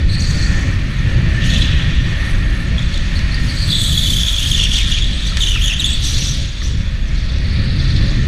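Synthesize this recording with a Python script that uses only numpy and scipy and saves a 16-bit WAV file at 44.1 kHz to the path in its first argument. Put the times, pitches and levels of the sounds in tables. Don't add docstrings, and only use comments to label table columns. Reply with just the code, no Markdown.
import sys
import numpy as np
from scipy import signal
from scipy.fft import rfft, irfft, next_fast_len
from scipy.io import wavfile
from scipy.ndimage import uniform_filter1d

SR = 44100
rng = np.random.default_rng(int(sys.argv[2]) if len(sys.argv) > 2 else 0)


def store_pcm(level_fs):
    pcm = np.round(np.clip(level_fs, -1, 1) * 32767).astype(np.int16)
    wavfile.write(sys.argv[1], SR, np.atleast_2d(pcm).T)


def boost_factor(decibels):
    exponent = np.asarray(decibels, float) / 20
    return 10 ** exponent


N = 364707

# time in seconds, pitch in Hz, level in dB, overtones in dB.
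LONG_SLIDE = [(3.66, 3800, -36, -16.5), (3.72, 3600, -15.5, -21), (3.78, 3543, -22.5, -8),
              (4.0, 3480, -22, -6), (4.135, 3440, -21, -6), (4.16, 3420, -30, -6), (4.19, 3410, -22, -7),
              (4.4, 3364, -23, -9), (4.5, 3247, -16, -21)]
# start in seconds, length in seconds, level in dB,
# first pitch in Hz, last pitch in Hz.
SINGING = [(5.401, 0.08, -18.5, 3450, 3300), (5.471, .1, -23, 3350, 3390), (5.6, 0.1, -23, 3300, 3450),
           (5.659, 0.095, -21, 3410, 3260), (5.79, .05, -16, 3595, 3116), (5.839, 0.048, -17, 3400, 3420)]
# start in seconds, length in seconds, level in dB,
# first pitch in Hz, last pitch in Hz.
OUTER = [(2.769, 0.13, -30.5, 3340, 3900), (2.922, .1, -28.5, 3900, 3380),
         (4.509, 0.061, -14.5, 3310, 3200), (4.578, 0.087, -12.5, 3180, 3050),
         (4.71, 0.198, -17.5, 3300, 3380), (4.904, 0.245, -19, 3330, 3500),
         (5.172, 0.15, -23.5, 3600, 3450), (4.78, 0.077, -25.5, 2600, 2000),
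         (4.961, .05, -22.5, 2700, 2800), (1.53, 0.19, -33, 3450, 3450), (0.09, .03, -27.5, 4300, 3850),
         (5.87, .13, -21.5, 3450, 3350), (6.032, 0.23, -26.5, 3700, 3650), (6.244, 0.2, -25, 3700, 3200)]
# start in seconds, length in seconds, first level in dB, last level in dB, pitch in Hz.
INNER = [(0.082, .24, -28, -25, 4400), (.33, 0.14, -30, -26.5, 4480), (3.145, 0.05, -29, -26.5, 4300),
         (3.31, .055, -26, -26, 4500), (3.48, 0.065, -21, -26, 4420), (3.56, .1, -22, -22.5, 4400),
         (3.665, 0.15, -22, -31, 4440), (5.27, .04, -23, -24, 4400), (5.925, 0.053, -25, -26, 4500),
         (3.83, 0.31, -29, -33, 4400), (3.72, .4, -26, -29, 3895), (4.38, .05, -23, -25, 2850),
         (4.6, 0.058, -23, -25, 2750), (6.42, 0.91, -42, -48, 3470), (7.3, 0.97, -58, -48, 3480),
         (7.42, 0.67, -37, -39, 4450)]
# start in seconds,
# # length in seconds, first level in dB, last level in dB, pitch in Hz.
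HIGH = [(5.255, 0.054, -21, -36, 5800), (6.03, 0.11, -19, -27, 5900), (6.14, .19, -31, -22, 5900),
        (6.625, 0.095, -26, -42.5, 5860), (3.45, 0.44, -46, -22, 8010), (3.93, .12, -43, -39, 8100),
        (5.12, .06, -49, -33, 8310), (.105, .05, -36, -38, 8250), (.17, .32, -41, -40, 8100),
        (5.85, .11, -26, -27, 7900)]
# start in seconds, length in seconds,
# first level in dB, last level in dB, pitch in Hz.
DRAG = [(1.405, 0.095, -26, -23.5, 3150), (1.49, .16, -19.5, -21.5, 3320), (1.63, 0.49, -23.5, -37, 3206),
        (5.98, 0.46, -26, -34, 4026), (7.12, 0.93, -36.5, -28.5, 4266), (8.05, 0.28, -32, -37, 4170),
        (0.19, 0.49, -31, -35.5, 6350), (1.44, 0.13, -33, -36, 5800), (2.14, 0.18, -45, -38, 9840),
        (2.3, 0.2, -42, -49.5, 9880), (2.47, 0.17, -47, -39, 9800)]
# time in seconds, pitch in Hz, level in dB, overtones in dB.
SWOOPS = [
    [(5.4, 3600, -24, -8), (5.425, 3150, -20, -9), (5.49, 3103, -23, -8), (5.55, 2844, -23, -8),
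     (5.575, 2430, -19, -12), (5.6, 2700, -25, -10)],
    [(5.59, 2650, -26, -10), (5.62, 2952, -21.5, -7), (5.66, 3300, -20.5, -4), (5.69, 3050, -20, -6),
     (5.72, 2520, -21, -12), (5.75, 3105, -27, -10), (5.79, 3410, -27, -10)],
]
# time in seconds, peak in dB, pitch in Hz, length in seconds, overtones in dB.
GRABS = [(2.783, -12, 3300, 0.0047, -24), (3.157, -15, 3980, 0.0053, -12), (4.1677, -5, 3270, 0.0077, -7.5),
         (4.303, -13, 3200, 0.0062, -15), (4.4284, -6, 3130, 0.0064, -7.5),
         (4.5156, -7.5, 3200, 0.0072, -2), (4.579, -5, 3090, 0.0064, -5), (4.616, -14, 3430, 0.00405, -6.5),
         (4.639, -2.5, 3240, 0.0058, -5), (4.7142, -13, 3440, 0.006, -14),
         (4.9177, -5.5, 3300, 0.0077, -7.5), (4.986, -12, 3300, 0.006, -5),
         (5.4071, -6.5, 3620, 0.0068, -17), (5.488, -12, 3090, 0.0056, -14),
         (5.7965, -4, 3730, 0.0088, -12), (5.815, -22, 3110, 0.007, -1), (5.8445, -2.5, 3410, 0.0066, -5.5),
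         (3.705, -9.5, 3940, 0.009, -11), (3.7284, -9, 3520, 0.008, -10), (3.7536, -13, 3460, 0.009, -10),
           (3.817, -10, 3470, 0.0079, -4), (3.847, -10, 3450, 0.011, -14), (3.894, -10, 3440, 0.01, -10),
           (3.955, -12, 3400, 0.0076, -10), (3.9754, -10, 3385, 0.0097, -10),
           (3.9924, -9.5, 3460, 0.009, -10), (4.034, -12, 3440, 0.009, -3), (4.045, -13, 3390, 0.009, -10),
           (4.103, -9.5, 3520, 0.009, -1.5), (4.134, -9, 3150, 0.009, -7), (4.1844, -8, 3430, 0.0096, -10),
           (4.2138, -10, 3400, 0.009, -10), (4.2324, -10, 3310, 0.009, -13),
           (4.266, -5.5, 3400, 0.009, -10), (4.281, -12, 3420, 0.009, -10),
           (4.3296, -12, 3400, 0.0077, -10), (4.342, -12, 3400, 0.009, -10), (4.364, -9, 3170, 0.009, -10),
           (4.382, -11, 3480, 0.008, -8), (4.46, -9, 3270, 0.009, -14), (4.4694, -13, 3500, 0.009, -10),
           (4.548, -9.5, 3480, 0.008, -8), (4.7406, -12, 3060, 0.009, -10), (4.7576, -9, 3590, 0.01, -10),
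           (4.787, -10, 3130, 0.01, -10), (4.813, -15, 3650, 0.009, -10), (5.019, -15, 3410, 0.0073, -13),
           (5.4214, -8, 3120, 0.0097, -13), (5.4364, -8, 3500, 0.0079, -8), (5.463, -11, 3770, 0.009, -10),
           (5.5294, -15, 3450, 0.009, -6), (5.6126, -16, 2830, 0.0097, -10), (5.6585, -13, 3350, 0.009, -2),
           (5.698, -12, 2650, 0.009, -12), (5.8695, -14, 3480, 0.009, -13), (5.9294, -13, 3370, 0.009, -10)]
# time in seconds, peak in dB, pitch in Hz, length in seconds,
# overtones in dB.
GROANS = [(0.165, -20, 1873, 0.016, -18), (4.6683, -20, 1890, 0.01, -6.5), (4.791, -19, 2425, 0.019, -16),
          (4.805, -23, 2194, 0.011, -4), (5.318, -23, 1330, 0.013, -14), (5.378, -18, 1840, 0.0091, 0),
          (5.549, -14, 2810, 0.013, -17.5), (5.556, -22, 1821, 0.012, -5), (5.557, -21, 1350, 0.014, -14),
          (5.572, -16, 2420, 0.012, -9), (5.716, -15, 2540, 0.0132, -12), (5.728, -24, 1890, 0.017, -14),
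          (6.617, -22, 1810, 0.012, -6.5), (6.619, -21, 1260, 0.0087, -14)]
# time in seconds, peak in dB.
TICKS = [(2.9759, -13.5), (3.1913, -16), (5.1902, -24.5), (5.2642, -14), (5.3705, -2), (5.5426, -14),
         (6.704, -28), (7.2594, -26), (7.3194, -24), (7.384, -21)]
# start in seconds, length in seconds, level in dB,
# brightness in dB per octave.
SCRUB = [(0.132, .03, -28, -12), (0.2, 0.32, -27.5, -11), (.5, 0.37, -37.5, -10), (1.455, 0.18, -22, -10.5),
         (2.927, .09, -36, -17), (3.156, 0.098, -36, -2), (3.436, 0.29, -29, -1), (3.692, .14, -22, 8),
         (3.817, 0.4, -15.5, 4), (4.114, 0.028, -13.5, -2.5), (4.15, 0.49, -18.5, -3),
         (4.435, 0.143, -19.5, -6), (4.582, 0.075, -21, -17), (4.74, 0.067, -14.5, -12),
         (4.907, .03, -18.5, -12), (4.98, 0.0212, -24, -26), (5.216, 0.0345, -39, -4),
         (5.268, .04, -30, -6), (5.398, 0.074, -20, -8), (5.484, 0.074, -25, -1), (5.604, 0.095, -21, 2),
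         (5.787, .04, -27, -7), (5.853, 0.12, -23, -8), (6.039, 0.099, -16.5, -8),
         (6.125, 0.22, -18, -13.5), (6.35, 0.282, -30.5, -22), (6.627, 0.089, -28, -19),
         (6.687, 0.22, -35.5, -23), (7.087, 0.29, -36, -26), (7.8, 0.51, -36, -21)]
# frequency in Hz, time to fall 60 dB in seconds.
HALL = [(500, 0.75), (3000, 2.5), (8000, 0.099), (15000, 0.052)]
# time in seconds, motor load in dB, cornering from 0 to 1.
DRIVE = [(0.0, -32, 0.54), (0.58, -24.5, 0.04), (0.85, -29.5, 0.3), (1.36, -25, 0.4), (1.82, -24, 0.41),
         (1.98, -27.5, 0.43), (2.28, -23.5, 0.28), (2.45, -27.5, 0.3), (3.07, -30, 0.7),
         (3.15, -26.5, 0.47), (3.7, -29, 0.82), (4.17, -32.5, 0.98), (4.74, -30.5, 0.87), (5.25, -32, 0.88),
         (5.7, -31.5, 0.64), (6.6, -37.5, 0.39), (8.05, -28.5, 0.41), (8.27, -30, 0.47)]
# frequency in Hz, density in dB per Hz.
ROAR = [(330, -1.5), (480, -18), (900, -12.5), (1300, -7.5), (2400, -3.5), (3500, -6), (4500, -7),
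        (6500, -17), (10000, -26.5), (15500, -51)]
# frequency in Hz, width in Hz, boost in dB.
FRAME = [(558, 38, 17), (650, 20, 14.5), (1735, 70, 3), (788, 50, 4), (1350, 80, 3), (2203, 27, 4),
         (2450, 150, 3)]
# time in seconds, flutter in dB.
AIRSPEED = [(0.0, -13.5), (0.7, -10.5), (1.2, -10.5), (2.2, -14.5), (3.1, -17.5), (4.1, -16.5),
            (4.6, -18.5), (5.4, -20), (5.9, -17.5), (6.25, -16.5), (6.9, -20), (7.4, -16), (8.0, -10.5),
            (8.27, -13)]
# time in seconds, half length in seconds, depth in dB.
LULLS = [(0.902, 0.27, -6), (2.934, 0.038, -4.5), (4.343, 0.11, -7), (5.187, 0.049, -2.5),
         (5.793, 0.13, -5.5), (6.533, 0.09, -7.5), (7.059, 0.073, -4.5)]
# frequency in Hz, density in dB per Hz.
BUFFET = [(8.8, -40), (15, -6.5), (38, -2), (51, -3.5), (70, -9), (90, -12), (120, -42), (200, -120)]
# frequency in Hz, density in dB per Hz.
FLUTTER = [(26, -5.5), (45, -1), (119, 0), (211, -11), (419, -29.5), (484, -30.5), (520, -27.5),
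           (680, -48.5), (1140, -120)]
# frequency in Hz, width in Hz, boost in dB.
HOUSING = [(3450, 215, 3.5), (4600, 1070, 2), (5030, 680, -5.5), (6660, 140, 5), (7300, 840, -5),
           (8060, 420, 2), (9296, 1950, -5.5), (10340, 1400, 3), (11430, 2800, -7), (13600, 3160, -11),
           (14300, 600, 3), (14980, 900, -13)]

CATCH_S, LET_GO_S, LET_GO_SHARE, ONSET_DB = 0.0146, 0.0198, 0.12, -11.5
OUTER_FADE_DB_PER_S, BEND_BURST_DB = -46, 5.5
OVERTONE_DB_PER_OCTAVE = -17
SCUFF_RISE_S, SCUFF_FADE_DB, SCUFF_BEND = 0.014, -4.5, 3
IDLE_SCRUB_DB, IDLE_TILT_DB = -9, -11
STRAIGHT_TILT_DB, CORNER_TILT_DB = -10, 17
WHINE_HZ, WHINE_WIDTH_HZ, WHINE_DB, WHINE_PER_DB = 1835, 187, 9.5, 0.72
BUFFET_DB, BUFFET_PER_DB, BUFFET_LULL = -14, -0.05, 0.64
SELF_NOISE_DB = -50.5


def evened(x):
    return x / np.sqrt(np.mean(abs(x) ** 2) + 1e-20)


def read(points, hz):
    f, value = np.transpose(points)
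    return np.interp(np.log(hz + 1), np.log(f + 1), value)


def bumps(modes, hz):
    return sum(db / (1 + (2 * (hz - f) / width) ** 2) for f, width, db in modes)


def columns(rows, t):
    s, *rest = np.transpose(rows)
    return [np.interp(t, s, c) for c in rest]


def wander(count, hz):
    z = rfft(rng.standard_normal(count))
    lowpass = 1 + (np.fft.rfftfreq(count, 1 / SR) / hz) ** 2
    return evened(irfft(z / lowpass, count))


def add(mix, s, sound):
    part = mix[round(s * SR):][:len(sound)]
    part += sound[:len(part)]


def noise(shape, band_hz, patchy_db, flicker_db, size):
    hop = size // 4
    frames, hz = N // hop + 5, np.fft.rfftfreq(size, 1 / SR)[:, None]
    a, b, patches = rng.standard_normal((frames, len(hz), 3)).T
    patches = uniform_filter1d(patches, size=5, axis=0)
    patches = evened(uniform_filter1d(patches, size=12, axis=1))
    flicker = evened(uniform_filter1d(rng.standard_normal(frames), size=5))
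    colour_db, level_db = shape(np.arange(frames) * hop / SR, hz)
    colour = boost_factor(colour_db) * np.ones(frames)
    inside = (hz > band_hz[0]) & (hz < band_hz[1])
    colour /= np.sqrt((colour ** 2 * inside).sum(0))
    z = (a + 1j * b) * colour * boost_factor(level_db + patchy_db * patches + flicker_db * flicker)
    return signal.istft(z, nperseg=size, noverlap=size - hop)[1][:N] * 0.9


def slip(hz, swing, overtone_db, steep=0.3):
    turn = 2 * np.pi * (np.cumsum(hz) / SR + rng.random())
    sharp = boost_factor(overtone_db) * np.minimum(swing, 1.8) ** steep
    wave = 0
    for k in range(5):
        audible = (k + 1) * hz < SR / 2.5
        wave = wave + sharp ** k * boost_factor(-0.45 * k * k) * np.cos((k + 1) * turn) * audible
    return swing * wave


def squeal(rows, scatter, count=3, burst_db=6.5):
    t = np.arange(rows[0][0], rows[-1][0], 1 / SR)
    hz, level_db, overtone_db = columns(rows, t)
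    grip = boost_factor(2.8 * wander(len(t), 35))
    blocks = 0
    for _ in range(count):
        burst = np.minimum(wander(len(t), 170), 1.6)
        stray = 0.9 * wander(len(t), 42) + 0.25 * wander(len(t), 200)
        drift = np.exp(scatter * (np.clip(stray, -1.8, 1.4) + 0.04))
        swing = evened(grip * boost_factor(burst_db * burst))
        blocks = blocks + slip(hz * drift, swing, overtone_db)
    edges = signal.windows.tukey(len(t), 0.04)
    return rows[0][0], boost_factor(level_db - 2.0) * blocks * np.sqrt(2 / count) * edges


def slide(s, length, db, last_db, hz, last_hz, overtone_db):
    let_go = LET_GO_S + LET_GO_SHARE * length
    release = s + max(length, CATCH_S + LET_GO_S + 0.01) - LET_GO_S
    return [(s, hz, db + ONSET_DB, overtone_db),
            (s + CATCH_S, hz, db, overtone_db),
            (release, last_hz, last_db, overtone_db),
            (release + let_go, last_hz, last_db + ONSET_DB, overtone_db)]


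def outer_slide(s, length, db, hz, last_hz, overtone_db):
    return slide(s, length, db, db + OUTER_FADE_DB_PER_S * length, hz, last_hz, overtone_db)


def tread(rows, overtone_db, base_hz):
    slides = []
    for s, length, db, last_db, hz in rows:
        own_db = overtone_db + OVERTONE_DB_PER_OCTAVE * np.log2(hz / base_hz)
        slides.append(slide(s, length, db, last_db, hz, hz, own_db))
    return slides


def grab(s, db, hz, length, overtone_db, sag=0.031, rough_db=3.5):
    u = np.arange(0, 5 * length, 1 / SR) / length
    swing = (1.91 * u * np.exp(1 - 2.61 * u)) ** 1.85
    swing = swing * boost_factor(rough_db * np.clip(wander(len(u), 260), -2, 1))
    return s - 0.002, boost_factor(db) * slip(hz * np.exp(sag * (0.6 - u)), swing, overtone_db)


def tick(s, db):
    t = np.arange(0, 0.02, 1 / SR)
    band = signal.butter(2, [1400, 6360], "band", fs=SR)
    snap = signal.lfilter(*band, rng.standard_normal(len(t)))
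    return s, boost_factor(db - 5) * evened(snap) * np.exp(-t / 0.0023)


def scuffs(t):
    s, length, db, tilt = np.transpose(SCRUB)[:, :, None]
    before = np.maximum(s - t, 0) / SCUFF_RISE_S
    after = (np.maximum(t - s, 0) / length) ** SCUFF_BEND
    power = boost_factor(2 * (db + SCUFF_FADE_DB * (before + after)))
    idle = boost_factor(2 * (IDLE_SCRUB_DB + columns(DRIVE, t)[0]))
    total = power.sum(0) + idle
    return 10 * np.log10(total), ((power * tilt).sum(0) + idle * IDLE_TILT_DB) / total


def scrub():
    def shape(t, hz):
        level_db, tilt = scuffs(t)
        bright_db = tilt * np.log2(np.maximum(hz, 5500) / 5500)
        low_cut_db = 8.4 * np.log2(np.maximum(4200 / (hz + 30), 1))
        return bright_db - low_cut_db, level_db - 7.0
    return noise(shape, (5200, 15000), 3.25, 1.34, size=256)


def tyres():
    mix = np.zeros(N)
    add(mix, *squeal(LONG_SLIDE, 0.08, count=7, burst_db=BEND_BURST_DB))
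    for row in SINGING:
        add(mix, *squeal(outer_slide(*row, overtone_db=-5.5), 0.068, burst_db=BEND_BURST_DB))
    for row in OUTER:
        add(mix, *squeal(outer_slide(*row, overtone_db=-10.5), 0.09))
    for rows in tread(INNER, -11.5, 3850) + tread(HIGH, -15, 6200):
        add(mix, *squeal(rows, 0.05, count=5))
    for rows in tread(DRAG, -14, 2800):
        add(mix, *squeal(rows, 0.14, count=14))
    for rows in SWOOPS:
        add(mix, *squeal(rows, 0.06, count=2, burst_db=BEND_BURST_DB))
    for row in GRABS:
        add(mix, *grab(*row))
    for row in GROANS:
        add(mix, *grab(*row, sag=0.16, rough_db=5.0))
    for row in TICKS:
        add(mix, *tick(*row))
    return mix + scrub()


def hall(x):
    taps = np.zeros(SR)
    at = np.arange(300, SR - 20, 20) + rng.integers(0, 20, (SR - 301) // 20)
    taps[at] = rng.choice([-1., 1.], len(at))
    hz, t, z = signal.stft(taps, SR, nperseg=256)
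    decay = boost_factor(-60 * t / read(HALL, hz)[:, None])
    tail = signal.istft(z * decay, SR, nperseg=256)[1]
    return signal.fftconvolve(x, tail / np.linalg.norm(tail))[:N]


def rolling():
    def shape(t, hz):
        level_db, corner = columns(DRIVE, t)
        tilt = STRAIGHT_TILT_DB + CORNER_TILT_DB * corner
        whine_db = WHINE_DB + WHINE_PER_DB * (level_db + 29.5)
        rings_db = bumps(FRAME + [(WHINE_HZ, WHINE_WIDTH_HZ, whine_db)], hz)
        bright_db = tilt * np.log2(np.maximum(hz, 2200) / 2200)
        return read(ROAR, hz) + rings_db - 80 * (hz < 250) + bright_db, level_db
    return noise(shape, (1000, 2500), 1.27, 0.59, size=2048)


def shelter(t):
    return sum(db * np.exp(-((t - s) / half) ** 2) for s, half, db in LULLS)


def wind():
    def deep_shape(t, hz):
        speed_db = BUFFET_PER_DB * (columns(AIRSPEED, t)[0] + 16)
        return read(BUFFET, hz), BUFFET_DB + speed_db + BUFFET_LULL * shelter(t)

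    def flutter_shape(t, hz):
        return read(FLUTTER, hz), columns(AIRSPEED, t)[0] + shelter(t)

    deep = noise(deep_shape, (20, 60), 1.0, 0.44, size=4096)
    flutter = noise(flutter_shape, (60, 350), 1.67, 1.0, size=2048)
    level = np.sqrt(uniform_filter1d(deep ** 2, 2500) + 1e-6)
    return deep * (uniform_filter1d(level, 12000) / level) ** 0.23 + flutter


def scene():
    rubber = tyres()
    hiss = boost_factor(SELF_NOISE_DB) * rng.standard_normal(N)
    return (rubber + boost_factor(-13) * hall(rubber) + rolling() + wind() + hiss)[None]


def band_limit(x):
    return signal.sosfilt(signal.butter(12, 15200, fs=SR, output="sos"), x)


def record(dry):
    size = next_fast_len(N)
    hz = np.fft.rfftfreq(size, 1 / SR)
    coloured = irfft(rfft(dry, size) * boost_factor(bumps(HOUSING, hz)), size)
    limited = 1.3 * np.tanh(coloured / 1.3)
    mix = irfft(rfft(limited) * (hz < 15200), size)[:, :N]
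    return band_limit(mix)


dry = scene()
out = record(dry)
store_pcm(out)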